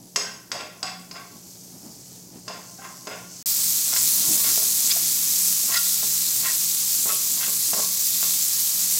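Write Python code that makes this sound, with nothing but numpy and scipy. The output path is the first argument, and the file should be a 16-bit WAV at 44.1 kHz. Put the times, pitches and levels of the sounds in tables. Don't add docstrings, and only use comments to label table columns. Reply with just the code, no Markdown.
import sys
import numpy as np
from scipy import signal
from scipy.fft import rfft, irfft
from scipy.io import wavfile

SR = 44100
rng = np.random.default_rng(int(sys.argv[2]) if len(sys.argv) > 2 else 0)


def master(y):
    cut = np.clip(np.atleast_2d(y).T, -1, 1)
    pcm = np.round(cut * 32767)
    wavfile.write(sys.argv[1], SR, pcm.astype(np.int16))


N = 396528
T = np.arange(N) / SR
FILTER_HZ = np.fft.rfftfreq(32768, 1 / SR)
BREAK_START_S, BREAK_END_S = 3.427, 3.4588


def undb(db):
    return 10 ** (np.asarray(db) / 20)


def unit(x):
    return x / np.sqrt(np.mean(x ** 2))


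def waver(rate):
    targets = rng.standard_normal(N // 8)
    return 1.2 * np.interp(T * rate, np.arange(len(targets)), targets)


def band(x, hz, q):
    angle = 2 * np.pi * min(hz, SR / 2 - 1000) / SR
    damping = np.sin(angle) / (2 * q)
    return signal.lfilter([damping, 0, -damping], [1 + damping, -2 * np.cos(angle), 1 - damping], x)


def shape_tone(x, gain):
    cepstrum = irfft(np.log(gain))
    half = len(cepstrum) // 2
    cepstrum[1:half] *= 2
    cepstrum[half + 1:] = 0
    response = irfft(np.exp(rfft(cepstrum)))[:half]
    return signal.oaconvolve(x, response)[:len(x)]


def colour(x, points):
    hz, db = np.transpose(points)
    return shape_tone(x, undb(np.interp(np.log(FILTER_HZ + 1), np.log(hz), db)))


def add(out, time, x):
    start = max(int(time * SR), 0)
    out[start:start + len(x)] += x[:len(out) - start]


def clicks(rate, spread_db):
    size = undb(spread_db * np.minimum(rng.standard_normal(N), 2.6))
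    return unit((rng.random(N) < rate / SR) * size * rng.choice([-1, 1], N))


def swell(peak, rise, fall):
    part = slice(max(int((peak - 3.5 * rise) * SR), 0), int((peak + 3.5 * fall) * SR))
    t = T[part] - peak
    return part, np.exp(-(t / np.where(t < 0, rise, fall)) ** 2 / 2)


# (pitch [Hz], relative level [dB])
BURNER_TONE = [(25, -41), (45, -8), (80, -18), (125, 4), (220, -7.5), (400, -3), (800, -12), (1500, -33),
               (4000, -27.5)]


def burner():
    return undb(-57) * unit(colour(rng.standard_normal(N), BURNER_TONE))


# (pitch [Hz], relative level [dB])
RUMBLE_TONE = [(30, -45), (70, -6), (130, -0.5), (220, 4), (320, 1.5), (450, -11), (800, -10),
               (1500, -24.5), (4000, -28)]
# (peak time [s], half length [s], level [dB])
RUMBLE_SWELLS = [(1.836, 0.1, -47), (2.377, 0.033, -48.5), (4.247, 0.26, -46.5), (4.332, 0.035, -36),
                 (5.053, 0.078, -50.5), (6.052, .025, -45), (6.418, 0.034, -45)]


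def rumble():
    power = np.full(N, undb(-54.5) ** 2)
    for time, half_length, db in RUMBLE_SWELLS:
        part, bell = swell(time, half_length, half_length)
        power[part] += (undb(db) * bell) ** 2
    flutter = undb(3.03 * waver(25))
    return np.sqrt(power) * flutter * unit(colour(rng.standard_normal(N), RUMBLE_TONE))


# (multiple of the base pitch, level [dB])
FRIDGE_NOTES = [(2, -61), (3, -54.5)]


def fridge(base_hz=59.8):
    phase = 2 * np.pi * np.cumsum(base_hz * (1 + 0.00279 * waver(3.04))) / SR
    return sum(undb(db + 2.6 * waver(9)) * np.sqrt(2) * np.sin(multiple * phase)
               for multiple, db in FRIDGE_NOTES)


def bubbles(rate, fizz_db, crackle_db):
    snaps, pops = clicks(rate, spread_db=4.5), clicks(1.5 * rate, spread_db=4.5)
    pitches = np.geomspace(3000, 15000, 10)
    choice = rng.integers(len(pitches), size=N)
    fizz = np.zeros(N)
    for k, hz in enumerate(pitches):
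        flurries = undb(2.5 * waver(14))
        fizz += band(pops * (choice == k) * flurries, hz, q=4.9)
    hiss = rng.standard_normal(N)
    crackle = clicks(rate=35, spread_db=4.5)
    bursts = snaps + undb(fizz_db) * unit(fizz) + undb(-5) * hiss + undb(crackle_db) * crackle
    return unit(bursts) * undb(0.43 * waver(30))


# (start time [s], boost [dB])
FLARES = [(3.29, 5), (3.94, 1.5), (4.27, 1.5), (4.44, 0), (5.22, 1), (8.15, 0.5)]


def frying_level(course, rise_s=0.092):
    times, course_db = np.transpose(course)
    level_db = np.interp(T, times, course_db)
    for time, boost_db in FLARES:
        if (time < BREAK_START_S) == (times[0] < BREAK_START_S):
            age = np.maximum(T - time, 0) / rise_s
            level_db += boost_db * age * np.exp(1 - age)
    return level_db


def sizzle(bursts, course, tone, spray_db, spray_follow, spray_lag_s=0.054):
    fry_db = frying_level(course)
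    usual_db = np.mean(np.transpose(course)[1])
    late_change_db = np.interp(T - spray_lag_s, T, fry_db) - usual_db
    fine_db = usual_db + spray_db + spray_follow * late_change_db
    sound = colour(bursts, tone)
    coarse = signal.oaconvolve(sound, signal.firwin(61, 9000, fs=SR), "same")
    return undb(fry_db) * unit(coarse) + undb(fine_db) * unit(sound - coarse)


# (time [s], relative level [dB])
FAR_COURSE = [(0.05, -54.5), (.6, -58.5), (1.2, -53.5), (1.55, -50), (2.15, -49), (2.32, -53.5),
              (2.7, -47.5), (3.2, -50)]
# (pitch [Hz], relative level [dB])
FAR_TONE = [(300, -21), (1500, -8.5), (2800, -11), (3700, -11), (4600, -0.5), (5500, 3), (6600, 4),
            (8200, 1), (9200, -14.5), (11500, -11.5), (13500, -14.5), (15800, -13.5)]


def far_frying():
    bursts = bubbles(rate=3500, fizz_db=4, crackle_db=-11)
    echo = undb(-2) * kitchen_echo(bursts, low_fade_s=0.62, high_fade_s=0.6)
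    return sizzle(bursts + echo, FAR_COURSE, FAR_TONE, spray_db=-2.5, spray_follow=0.58)


def kitchen_echo(x, low_fade_s, high_fade_s):
    t = T[:SR]
    echoes = rng.standard_normal(SR) * (rng.random(SR) < t / 0.03) * (t > 0.003)
    lows = signal.sosfilt(signal.butter(1, 3000, fs=SR, output="sos"), echoes)
    response = lows * undb(-60 * t / low_fade_s) + (echoes - lows) * undb(-60 * t / high_fade_s)
    return signal.oaconvolve(x, response / np.linalg.norm(response))[:N]


# (time [s], thud level [dB], thud pitch [Hz], clack level [dB], drag level [dB])
LANDINGS = [(0.1599, 1, 1350, 4.5, -36.5), (.517, -2, 1870, -3, -33), (.829, -8, 915, -3, -59),
            (1.112, -24, 696, -11.5, -47.5), (2.480, -7.5, 650, -8, -38), (3.071, -5, 960, -12, -37),
            (3.963, -0.5, 2000, -8, -60), (4.445, -8.5, 1090, -35, -65), (4.576, -6.5, 590, -30, -47),
            (4.913, -11, 2600, -6, -49), (6.030, -10.5, 704, -30, -55), (7.058, -7.5, 550, -26, -41),
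            (7.482, -9, 710, -17, -61), (7.733, -1, 695, -7, -36), (8.229, -4, 1210, -18, -58)]
# (pitch [Hz], boost [dB])
CLACK_TONE = [(100, -20), (800, 3.5), (3500, 7.5), (5000, 16.5), (6000, 12.5), (8400, 9.5), (9300, 4),
              (11000, 14), (15800, 0)]


def knocks():
    thuds, clacks, t = np.zeros(N), np.zeros(N), T[:SR // 20]
    for time, thud_db, thud_hz, clack_db, _ in LANDINGS:
        noise = rng.standard_normal(len(t))
        judder = 0.16 * noise[::-1] * np.exp(-t / 0.018)
        thud = band(ring(thud_hz, 2 * thud_hz, t) + judder, thud_hz, q=0.49)
        add(thuds, time, undb(thud_db) * thud / np.linalg.norm(thud))
        chatter = noise * np.exp(-t / 0.0062)
        top_hz = min(6300 * 2 ** (clack_db / 24), SR / 3)
        soften = signal.butter(2, top_hz, fs=SR, output="sos")
        add(clacks, time, undb(clack_db) * signal.sosfilt(soften, chatter / np.linalg.norm(chatter)))
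    return thuds + colour(clacks, CLACK_TONE)


def drags(slips, rise_s=0.0054, fall_s=0.058):
    return sum(rub(slips, time + 2 * rise_s, rise_s, fall_s, db, hz=572, q=0.73)
               for time, *_, db in LANDINGS)


def ring(hz, width_hz, t):
    return np.exp(-np.pi * width_hz * t) * np.sin(2 * np.pi * hz * t)


def rub(slips, peak, rise, fall, db, hz, q=0.58):
    out = np.zeros(N)
    part, pressure = swell(peak, rise, fall)
    out[part] = undb(db) * pressure * unit(band(band(slips[part], hz, q), hz, q))
    return out


# (pitch [Hz], width [Hz], boost [dB])
PAN_NOTES = [(208, 36, 2.5), (422, 3.3, 8.5), (520, 9.9, -6.5), (613.6, 17, 2), (695.3, 20, 3.5),
             (860, 16, -5), (1046, 13, 9.5), (1121, 8.6, 8.5), (1399, 9.4, 1.5), (1387, 17, 3.5),
             (1580, 22, 1.5), (1810, 33, -17), (1906, 20, 2.5), (2106, 61, 0.5), (2330, 44, -9),
             (2420, 60, -18.5), (2690, 98, 0.5), (3414, 104, 1.5), (4730, 290, -3), (5070, 70, 7),
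             (5420, 79, 4.5), (6000, 87, 3), (6420, 57, 8), (6790, 60, 10), (7930, 48, 12)]


def pan(force):
    power = sum(undb(2 * db) / (1 + (2 * (FILTER_HZ - hz) / width) ** 2) for hz, width, db in PAN_NOTES)
    return shape_tone(force, np.sqrt(power + undb(-7) ** 2))


# (peak time [s], rise time [s], level [dB], pitch [Hz], squeak compared with the rub [dB])
SWEEPS = [(0.254, .035, -42, 1560, 3), (.61, 0.038, -36, 1665, -13), (.848, 0.022, -41.5, 770, 11),
          (.877, 0.016, -28.5, 1990, -16), (1.18, 0.028, -40, 1200, -23), (2.54, 0.026, -35.5, 1400, -15),
          (2.797, 0.013, -51.5, 807, 14), (2.849, 0.021, -38, 1100, -14), (3.13, 0.029, -38.5, 1440, 1),
          (3.935, 0.026, -37.5, 1400, -20), (4.29, .08, -46, 730, -20), (4.49, 0.044, -35, 1670, -22),
          (4.917, 0.016, -34.5, 2400, 2), (4.97, 0.017, -49, 727, 5.5), (5.754, 0.024, -26.5, 1950, -1),
          (5.775, 0.026, -42, 1420, 9.5), (6.485, 0.035, -32, 1816, -2), (7.106, 0.016, -32, 1290, 3),
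          (7.44, 0.023, -29, 1940, -12), (7.83, 0.023, -40, 1110, -2.5)]


def sweeps(slips):
    out = np.zeros(N)
    for time, rise, db, hz, _ in SWEEPS:
        run_up = rub(slips, time - 2.23 * rise, 0.65 * rise, 1.44 * rise, db - 16, 0.41 * hz)
        out += run_up + rub(slips, time, rise, 0.77 * rise, db, hz)
    return out


def squeaks():
    out, bend_octaves = np.zeros(N), 0.0657 * waver(250)
    for time, rise, db, hz, squeak_db in SWEEPS:
        part, grip = swell(time, 0.55 * rise, 0.55 * rise)
        phase = 2 * np.pi * np.cumsum(hz * 2 ** bend_octaves[part]) / SR
        note = np.sin(phase) + undb(-10) * np.sin(2 * phase)
        out[part] += undb(db + squeak_db) * grip * np.sqrt(2) * note
    return out


# (time [s], relative level [dB])
NEAR_COURSE = [(3.65, -25), (4.58, -23.5), (7.89, -26), (8.27, -24.5), (8.95, -24.5)]
# (pitch [Hz], relative level [dB])
NEAR_TONE = [(290, -68), (500, -28), (561, -27.5), (718, -21), (891, -23.5), (1110, -17), (1480, -19.5),
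             (2560, -13.5), (2830, -16), (4060, -7), (6450, -0.5), (8010, 0.5), (9120, -7), (14900, -5),
             (15800, -9.5)]


def near_frying():
    bursts = bubbles(rate=7500, fizz_db=-2, crackle_db=-14.5)
    return sizzle(bursts, NEAR_COURSE, NEAR_TONE, spray_db=1.17, spray_follow=1.22)


# (time [s], level [dB])
OIL_SPITS = [(3.938, -7), (4.527, -17), (5.106, -22), (5.305, -21), (5.337, -16), (8.484, -11)]


def spits():
    out = np.zeros(N)
    for time, db in OIL_SPITS:
        hz = 7000 * 2 ** (rng.standard_normal() / 4)
        add(out, time, undb(db) * ring(hz, width_hz=700, t=T[:400]))
    return out


# (time [s], pitch [Hz], level before the pan shapes it [dB])
EDGE_FLICKS = [(4.914, 4100, -21), (5.745, 4400, -26), (5.775, 4400, -21.5), (7.441, 3080, -32.5)]


def flicks(half_length_s=0.0075):
    judder = rng.standard_normal(N)
    return sum(rub(judder, time, half_length_s, half_length_s, db, hz, q=2.5)
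               for time, hz, db in EDGE_FLICKS)


def scene():
    pushes = knocks()
    slips = clicks(rate=3500, spread_db=2.5) * undb(4.35 * waver(90))
    stirring = pan(pushes + drags(slips) + sweeps(slips) + squeaks() + flicks())
    stir_echo = kitchen_echo(stirring, low_fade_s=0.61, high_fade_s=0.49)
    far = undb(3) * far_frying() + stirring + undb(-2) * stir_echo
    near = undb(-0.23) * near_frying() + spits() + undb(2) * stirring + undb(-11) * stir_echo
    mono = np.where(T < BREAK_START_S, far, near) + burner() + rumble() + fridge()
    return np.array([mono, mono])


def record(dry):
    audible = (T < BREAK_START_S) | (T > BREAK_END_S)
    treble_cut = signal.ellip(12, 0.1, 80, 15850, fs=SR, output="sos")
    return signal.sosfilt(treble_cut, dry * audible)


dry = scene()
out = record(dry)
master(out)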